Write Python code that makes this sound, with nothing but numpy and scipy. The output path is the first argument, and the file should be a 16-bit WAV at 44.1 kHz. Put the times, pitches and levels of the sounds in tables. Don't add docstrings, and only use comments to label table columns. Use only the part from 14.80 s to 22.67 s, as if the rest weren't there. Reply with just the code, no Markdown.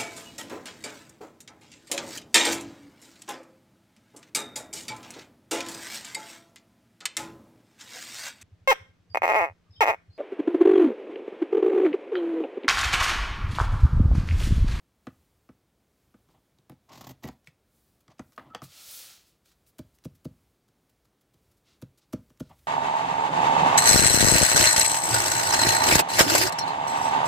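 import sys
import numpy as np
from scipy import signal
from scipy.fft import rfft, irfft, next_fast_len
from scipy.io import wavfile
from scipy.ndimage import uniform_filter1d, map_coordinates

SR = 44100
rng = np.random.default_rng(int(sys.argv[2]) if len(sys.argv) > 2 else 0)


def to_wav(sig):
    pcm = np.clip(np.atleast_2d(sig), -1, 1) * 32767
    pcm = np.round(pcm).astype(np.int16)
    wavfile.write(sys.argv[1], SR, pcm.T)


N = 347066

# start in seconds, tick level in dB, tick lift above 8 kHz in dB,
# clack level in dB, clack centre in Hz, ping level in dB, ping centre in Hz, low and middle board levels in dB.
TAPS = [(0.2693, -44, -30, -35.5, 1140, -42, 1960, -38.5, -29.5),
        (0.6903, -63, -25, -51, 1160, -57.5, 1920, -47.5, -40.5),
        (1.3419, -68, -17, -55, 1150, -68, 1970, -56.5, -45.5),
        (1.4878, -66, -18, -61, 780, -72, 1950, -61.5, -62.5),
        (1.786, -57, -16, -69, 703, -74, 2380, -56.5, -63.5),
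        (1.8962, -52, 3, -45.5, 750, -58, 1940, -40, -40),
        (1.9185, -58, -15, -53, 710, -59, 2300, -45, -43),
        (2.4399, -40, -29, -49, 703, -39, 1960, -32.5, -28),
        (2.4541, -49, -19, -50, 826, -44, 1980, -39.5, -33.5),
        (2.4869, -40, -19, -39, 704, -44, 1960, -45, -33),
        (2.6727, -48, -7, -54, 1820, -39, 2330, -48.5, -65),
        (3.28, -51.5, -21, -53, 1320, -57.5, 2150, -49.5, -52),
        (3.3936, -38.5, -28, -37.5, 950, -49, 1930, -39.5, -30),
        (3.5214, -55, -3.5, -60, 1260, -66, 2390, -71, -67),
        (3.5778, -50.5, -14, -31, 1340, -44, 1820, -67, -43.5),
        (3.5933, -61, -20, -42, 1650, -53, 1800, -52.5, -49),
        (3.702, -64, -18, -55, 1300, -66, 2090, -64, -51.5),
        (3.7483, -35, -15, -29.5, 740, -33, 3140, -49.5, -41),
        (3.8188, -43, -15, -37.5, 1190, -47, 1800, -37, -38)]
# start in seconds, tick, clack, low board and middle board levels in dB.
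PATS = [(3.8399, -42, -58, -41, -53.5), (4.99, -39, -43, -36, -30.5), (5.252, -41, -49, -29, -28.5),
        (5.452, -43, -48, -29, -26.5), (5.886, -61, -76, -59.5, -63.5), (6.2537, -59, -68, -63.5, -68.5),
        (6.542, -59, -75, -55, -60), (7.0225, -43, -46, -32, -33), (7.333, -35, -35, -27, -19.5),
        (7.5023, -58, -55, -57.5, -51.5), (7.604, -39, -41, -30, -24.5), (7.6977, -57, -55, -50, -52.5)]
# frequency in Hz, relative level in dB, time to fall 60 dB in seconds.
BOARD_MODES = [(72.4, -6.5, 0.15), (122, 1.5, 0.1), (148.3, 4, 0.0726), (222, -1.5, 0.0525),
               (255, 3.5, 0.054), (303.7, -2.5, 0.0564), (496, -2, 0.0351), (605, -6.5, 0.04),
               (747, -7, 0.0028)]
# rise in seconds, passing time of the packet in seconds.
PACKETS = [(.004, .027), (.0011, .024), (.0009, .019)]
# frequency in Hz, relative level in dB, time to fall 60 dB in seconds.
LINGER_MODES = [(236, -3, .2), (258, 0, .24)]
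# frequency in Hz, relative level in dB, time to fall 60 dB in seconds.
SWAY_MODES = [(81.6, 1, 0.2), (98.3, -2, .14)]
# frequency in Hz, relative level in dB, free time to fall 60 dB in seconds.
HANDLE_MODES = [(755, 3, 0.041), (847, -3.5, 0.072), (950, -4, 0.042), (1140, -0.5, 0.039), (1226, 7, 0.03),
                (1300, -8.5, 0.062), (1447, -4.5, 0.052), (1688, -1, 0.03), (1960, -2, 0.03),
                (2240, 4.5, 0.013), (2530, -1, 0.019), (3113, 2, 0.019), (3314, -2, 0.023),
                (3720, -10, 0.021), (4740, -4, 0.019)]
# frequency in Hz, relative density in dB per Hz.
WOODY_SPECTRUM = [(350, -40), (600, -3), (1100, 1.5), (1600, -2), (2200, -6), (3500, -11.5), (7000, -30)]
# frequency in Hz, relative density in dB per Hz.
CRACKLE_SPECTRUM = [(500, -34), (1200, 2.5), (2000, -0.5), (4000, 2), (6500, 1.5), (9500, -3.5),
                    (12000, -0.5), (16000, -5.5)]
# start in seconds, crackle peak in dB, lift above 8 kHz in dB,
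# board knock in dB.
BITES = [(2.088, -63, -13, -62), (2.116, -60, -15, -54), (2.127, -54.5, -12, -51), (2.141, -60, -15, -54),
         (2.152, -56, -10, -49), (2.173, -55.5, -6, -48), (2.207, -52, -2, -42), (2.24, -56, -7, -47),
         (2.2665, -52, 0, -40), (2.29, -53, 2, -41), (2.305, -56, 2, -40), (2.423, -65, -11, -55),
         (2.4314, -54.5, 1, -47), (2.445, -62, 5, -47), (2.4714, -57, 4, -43)]
# start in seconds, length in seconds, level in dB.
CUTS = [(2.075, .28, -65), (2.42, .1, -66)]
# frequency in Hz, relative density in dB per Hz.
LACE_SPECTRUM = [(500, -34), (1500, -5), (4000, 1), (7200, 0), (8300, -7), (10500, -8), (11800, 1),
                 (14000, 1), (16000, -3)]
# frequency in Hz, relative density in dB per Hz.
BLADE_SPECTRUM = [(240, -49), (400, 9), (426, -22), (597, 3.5), (1120, 3), (1610, -16.5), (1940, -7),
                  (2560, -16), (3050, -10), (6460, -36), (8000, -50), (10400, -42), (17600, -120)]
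# start in seconds, length in seconds, grind level in dB,
# board shake in dB.
RUBS = [(1.48, .05, -67, -64), (1.53, .08, -69, -66), (2.075, .1, -55, -60), (2.13, .24, -58, -54),
        (2.43, .1, -54, -46), (3.285, .055, -61, -60), (3.585, .08, -59, -59), (3.62, .14, -63, -55),
        (3.73, .03, -55, -60), (7.69, .07, -58.5, -61)]
# start in seconds, length in seconds, level in dB.
SINGS = [(3.69, .065, -57)]
# frequency in Hz, relative level in dB, time to fall 60 dB in seconds.
SING_MODES = [(1300, 0, 0.084)]
# time in seconds, level in dB, treble lift in dB.
SLIDE = [(3.822, -58, 2), (3.845, -51, 1), (3.882, -61, -4), (3.932, -51, -5), (4.05, -47.5, 0),
         (4.156, -44.5, 4.5), (4.31, -49, -3), (4.45, -66, -6), (4.48, -64, 1), (4.58, -82, -8)]
# start in seconds, length in seconds, peak in dB,
# treble lift in dB.
BRUSHES = [(1.49, .06, -72, -8), (1.9, .06, -75, -5), (2.49, .07, -72, 2), (2.65, .06, -66, -5),
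           (2.82, .5, -78, 8), (3.33, .46, -79, 8), (4.63, .14, -65, -3), (4.855, .07, -68, 8),
           (5.135, .05, -72, 6), (6.76, .04, -75, 4), (6.83, .18, -66, -18), (7.17, .04, -64, 0),
           (7.2, .07, -70, -15), (7.62, .14, -70, -12)]
# frequency in Hz, relative density in dB per Hz.
CARD_SPECTRUM = [(180, -48), (300, -11), (348, -17), (404, -24), (492, -7), (535, -7.5), (620, -9),
                 (1070, -13), (1370, -4.5), (1560, -10.5), (4350, -0.5), (8280, -4.5), (15500, -5.5)]
# start in seconds, peak in dB, lift above 8 kHz in dB, length in seconds.
SCUFFS = [(2.642, -71, -5, .01), (3.203, -73, 3, .018), (3.298, -68, -19, .022), (3.313, -68.5, -18, .018),
          (3.3796, -66, -28, .017), (3.526, -68, -3, .019), (3.5593, -68, -3, .013), (4.656, -65, -3, .01),
          (4.712, -65.5, -12, .021), (4.862, -71, -6, .015), (5.185, -63, -3, .006),
          (5.2378, -55, -10, .006), (5.347, -72, 5, .024), (6.092, -73.5, 4, .017),
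          (6.4064, -76.5, 4, .022), (6.71, -76, 4, .022), (7.173, -71, -2, .015), (7.573, -66, -5, .005),
          (7.62, -67, -15, .025), (7.78, -72, 1, .03)]
# frequency in Hz, relative density in dB per Hz.
HUSH_SPECTRUM = [(59, -55), (100, 3), (328, -4), (373, -5), (570, -9.5), (1950, -20), (2220, -19.5),
                 (2800, -22.5), (3250, -21.5), (14700, -32), (16000, -26)]
# time in seconds, level in dB.
RUMBLE = [(0.0, -68), (0.45, -63), (0.9, -67), (1.25, -64), (2.0, -70), (4.5, -68), (5.5, -63), (6.5, -68),
          (7.4, -66), (7.87, -59)]
# frequency in Hz, relative density in dB per Hz.
RUMBLE_SPECTRUM = [(20, -6), (35, 1), (50, 7), (75, -0.5), (130, -13), (250, -36)]
# frequency in Hz, time to fall 60 dB in seconds.
WALL_T60 = [(100, 0.33), (1000, 0.21), (4000, 0.19), (12000, 0.085)]
# frequency in Hz, level in dB.
WALL_LEVEL = [(100, -17), (300, -21.5), (800, -14.5), (2500, -11.5), (10000, -13.5)]

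TAP_TICK_S, PAT_TICK_S = .012, .016
TAP_RING, PAT_RING = .85, .42
PAT_PING_HZ, PAT_CLACK_HZ = 3100, 880
PAT_AIR_DB, PAT_PING_DB = -5, -14
LEAD_S, LEAD_LENGTH_S = .008, .015
LEAD_DB, LEAD_AIR_DB = -17, 2
HIGH_UNDER_MID_DB, HIGH_UNDER_CLACK_DB = -11, -10
DENSE_DB, SWAY_DB, LINGER_DB = -10, -13.5, -31
SPREAD_DB = 2.5
BITE_S, BITE_GRIND_DB, BITE_LOW_DB = .017, 5, -1
CUT_AIR_DB = -9
RISE_SHARE = .35
HUSH_DB = -71.2
TOP_HZ = 15900


def taps():
    hard = contacts(TAPS, TAP_TICK_S, TAP_RING, press_s=.0005, tick_rise_s=.0004)
    pats = [(s, db, PAT_AIR_DB, clack_db, PAT_CLACK_HZ, db + PAT_PING_DB, PAT_PING_HZ, low_db, mid_db)
            for s, db, clack_db, low_db, mid_db in PATS]
    return hard + contacts(pats, PAT_TICK_S, PAT_RING, press_s=.001, tick_rise_s=.0018)


def contacts(table, tick_s, ring_share, press_s, tick_rise_s):
    t = np.arange(SR // 4) / SR
    tick, air, clack, dense, board = np.zeros((5, N + SR))
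    held = [(hz, db, t60 * ring_share) for hz, db, t60 in HANDLE_MODES]
    body = [m for m in held if m[0] < 1800]
    ping = [m for m in held if m[0] > 1800]
    for s, tick_db, air_db, clack_db, clack_hz, ping_db, ping_hz, low_db, mid_db in table:
        at = slice(round(s * SR), round(s * SR) + len(t))
        fade = amp(tick_db - 60 * t / tick_s) * (1 - np.exp(-t / tick_rise_s))
        tick[at] += fade
        air[at] += fade * amp(air_db)
        clack[at] += amp(clack_db) * ring(favoured(body, clack_hz), t, SPREAD_DB)
        clack[at] += amp(ping_db) * ring(favoured(ping, ping_hz, narrow_db=40), t, SPREAD_DB)
        dense[at] += amp(clack_db + DENSE_DB - 60 * t / .053) * (1 - np.exp(-t / .0017))
        high_db = max(mid_db + HIGH_UNDER_MID_DB, clack_db + HIGH_UNDER_CLACK_DB)
        board[round((s + press_s) * SR):][:len(t)] += thud(low_db, mid_db, high_db)
    ticks = crackle(tick, air, CRACKLE_SPECTRUM, grain_db=1.5)
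    chatter = 1 + .3 * wobble(1500)
    knocks = clack[:N] * chatter + dense[:N] * hiss(WOODY_SPECTRUM)
    return ticks + knocks + filtered(board[:N], bending)


def thud(low_db, mid_db, high_db):
    t = np.arange(SR // 4) / SR
    packet = 0
    bands_hz = [(0, 180), (180, 400), (400, 800)]
    for db, (lo, hi), (rise_s, passing_s) in zip([low_db, mid_db, high_db], bands_hz, PACKETS):
        modes = [m for m in BOARD_MODES if lo < m[0] < hi]
        gate = np.exp(-(t / passing_s) ** 4)
        packet = packet + amp(db) * ring(modes, t, SPREAD_DB, rise_s, shape=1.58) * gate
    after = amp(mid_db + LINGER_DB) * ring(LINGER_MODES, t, SPREAD_DB, rise_s=.02)
    sway = amp(low_db + SWAY_DB) * ring(SWAY_MODES, t, SPREAD_DB, rise_s=.0093)
    return packet + after + sway


def bending(hz):
    lag_s, edge_s, edge_hz = .0019, .045, 130
    back = amp(-8) * np.exp(-2j * np.pi * hz * edge_s) / (1 + (hz / edge_hz) ** 4)
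    return np.exp(-4j * np.pi * lag_s * np.sqrt(1000 * hz)) * (1 + back)


def favoured(modes, centre_hz, narrow_db=14):
    return [(hz, db - narrow_db * np.log2(hz / centre_hz) ** 2, t60) for hz, db, t60 in modes]


def ring(modes, t, scatter_db, rise_s=.00069, shape=1):
    x = 0
    for hz, db, t60 in modes:
        strength_db = db + scatter_db * rng.standard_normal()
        x = x + amp(strength_db - 60 * (t / t60) ** shape) * np.sin(2 * np.pi * hz * t)
    x = x * (1 - np.exp(-t / rise_s))
    return x / np.abs(x).max()


def bites():
    body, air = puffs([(*row[:3], BITE_S) for row in BITES])
    steady = amp(np.transpose(CUTS)[2]) @ strokes(CUTS) * amp(2.5 * wobble(90))
    board = np.zeros(N + SR)
    for s, _, _, db in BITES:
        board[round(s * SR):][:SR // 4] += thud(db + BITE_LOW_DB, db, db + HIGH_UNDER_MID_DB)
    grinding = amp(BITE_GRIND_DB) * body[:N] * hiss(BLADE_SPECTRUM, grain_db=2.5)
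    lace_air = air[:N] + amp(CUT_AIR_DB) * steady
    lace = crackle(body[:N] + steady, lace_air, LACE_SPECTRUM, grain_db=4)
    return lace + grinding + filtered(board[:N], bending)


def grind():
    rub, shake = amp(np.transpose(RUBS)[2:]) @ strokes(RUBS)
    blades = rub * amp(2.9 * wobble(60)) * hiss(BLADE_SPECTRUM, grain_db=2.5)
    shaken = shake * driven(BOARD_MODES[1:])
    singing = amp(np.transpose(SINGS)[2]) @ strokes(SINGS) * driven(SING_MODES)
    return blades + shaken + singing


def driven(modes):
    response = ring(modes, np.arange(SR // 4) / SR, scatter_db=.5)
    return unit(signal.fftconvolve(rng.standard_normal(N), response)[:N])


def glide():
    db, lift_db = curves([SLIDE], quiet=[-120, 0])
    touch = strokes(BRUSHES)
    peak_db, brush_lift_db = np.transpose(BRUSHES)[2:]
    lift_db = lift_db + brush_lift_db @ (touch > 0)
    level = amp(db) + amp(peak_db) @ touch
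    rub = hiss(CARD_SPECTRUM, grain_db=1) * level * amp(.6 * wobble(34))
    body = filtered(rub, lambda hz: 1 / (1 + (hz / 3500) ** 4))
    return rub + (amp(lift_db) - 1) * filtered(rub, airy) + (amp(-.35 * lift_db) - 1) * body


def scuffs():
    leads = [(s - LEAD_S, db + LEAD_DB, LEAD_AIR_DB, LEAD_LENGTH_S) for s, db, *_ in PATS]
    return crackle(*puffs(SCUFFS + leads), CRACKLE_SPECTRUM, grain_db=3.5)


def crackle(body, air, spectrum, grain_db):
    noise = hiss(spectrum, grain_db)
    top = filtered(noise, airy)
    return body[:N] * unit(noise - top) + air[:N] * unit(top)


def puffs(rows):
    body, air = np.zeros((2, N + SR))
    for s, db, air_db, length_s in rows:
        u = np.arange(SR // 4) / SR / length_s * 3
        puff = amp(db) * u ** 2 * np.exp(2 - 2 * u)
        body[round(s * SR):][:len(u)] += puff
        air[round(s * SR):][:len(u)] += puff * amp(air_db)
    return body, air


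def strokes(rows):
    start_s, length_s = np.transpose(rows)[:2, :, None]
    u = (np.arange(N) / SR - start_s) / length_s
    ramp = np.clip(np.minimum(u / RISE_SHARE, (1 - u) / (1 - RISE_SHARE)), 0, 1)
    return np.sin(np.pi / 2 * ramp) ** 2


def hiss(spectrum, grain_db=0):
    grains = amp(grain_db * np.minimum(rng.exponential(size=N), 4))
    return unit(filtered(rng.standard_normal(N) * grains, lambda hz: amp(along(spectrum, hz))))


def airy(hz):
    return 1 / (1 + (8000 / (hz + 1)) ** 6)


def wobble(rate_hz):
    knots = rng.standard_normal(int(N * rate_hz / SR) + 4)
    return map_coordinates(knots, [np.arange(N) * rate_hz / SR])


def curves(spans, quiet):
    t = np.arange(N) / SR
    out = np.tile(np.reshape(quiet, (-1, 1)), N).astype(float)
    for rows in spans:
        s, *cols = np.transpose(rows)
        inside = (t >= s[0]) & (t <= s[-1])
        out[:, inside] = [np.interp(t[inside], s, c) for c in cols]
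    return uniform_filter1d(out, size=221, axis=1)


def along(points, hz):
    f, v = np.transpose(points)
    return np.interp(np.log(hz + 1), np.log(f + 1), v)


def filtered(x, response):
    m = next_fast_len(x.shape[-1] + SR // 2)
    return irfft(rfft(x, m) * response(np.fft.rfftfreq(m, 1 / SR)), m)[..., :x.shape[-1]]


def unit(x):
    return x / np.sqrt(np.mean(x ** 2) + 1e-20)


def amp(db):
    return 10 ** (np.asarray(db) / 20)


def room(x):
    hz, t, z = signal.stft(rng.standard_normal((3, SR // 2)), SR, nperseg=256)
    decay = amp(-60 * t / along(WALL_T60, hz)[:, None])
    tails = signal.istft(z * decay, SR, nperseg=256)[1]
    turn = np.arange(N) // (SR // 5) % 3
    late = np.pad(x, (SR // 200, 0))[:N]
    wet = 0
    for k, tail in enumerate(tails):
        wet = wet + signal.fftconvolve(late * (turn == k), tail / np.linalg.norm(tail))[:N]
    return filtered(wet, lambda hz: amp(along(WALL_LEVEL, hz)))


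def background():
    rumble_db = curves([RUMBLE], quiet=[-120])[0] + 2.4 * wobble(7.5)
    return amp(HUSH_DB) * hiss(HUSH_SPECTRUM) + amp(rumble_db) * hiss(RUMBLE_SPECTRUM)


def scene():
    work = taps() + bites() + grind() + glide() + scuffs()
    return np.tile(work + room(work) + background(), (2, 1))


def record(dry):
    return filtered(dry, lambda hz: (1j * hz / (50 + 1j * hz)) ** 4 * (hz < TOP_HZ))


dry = scene()
out = record(dry)
to_wav(out)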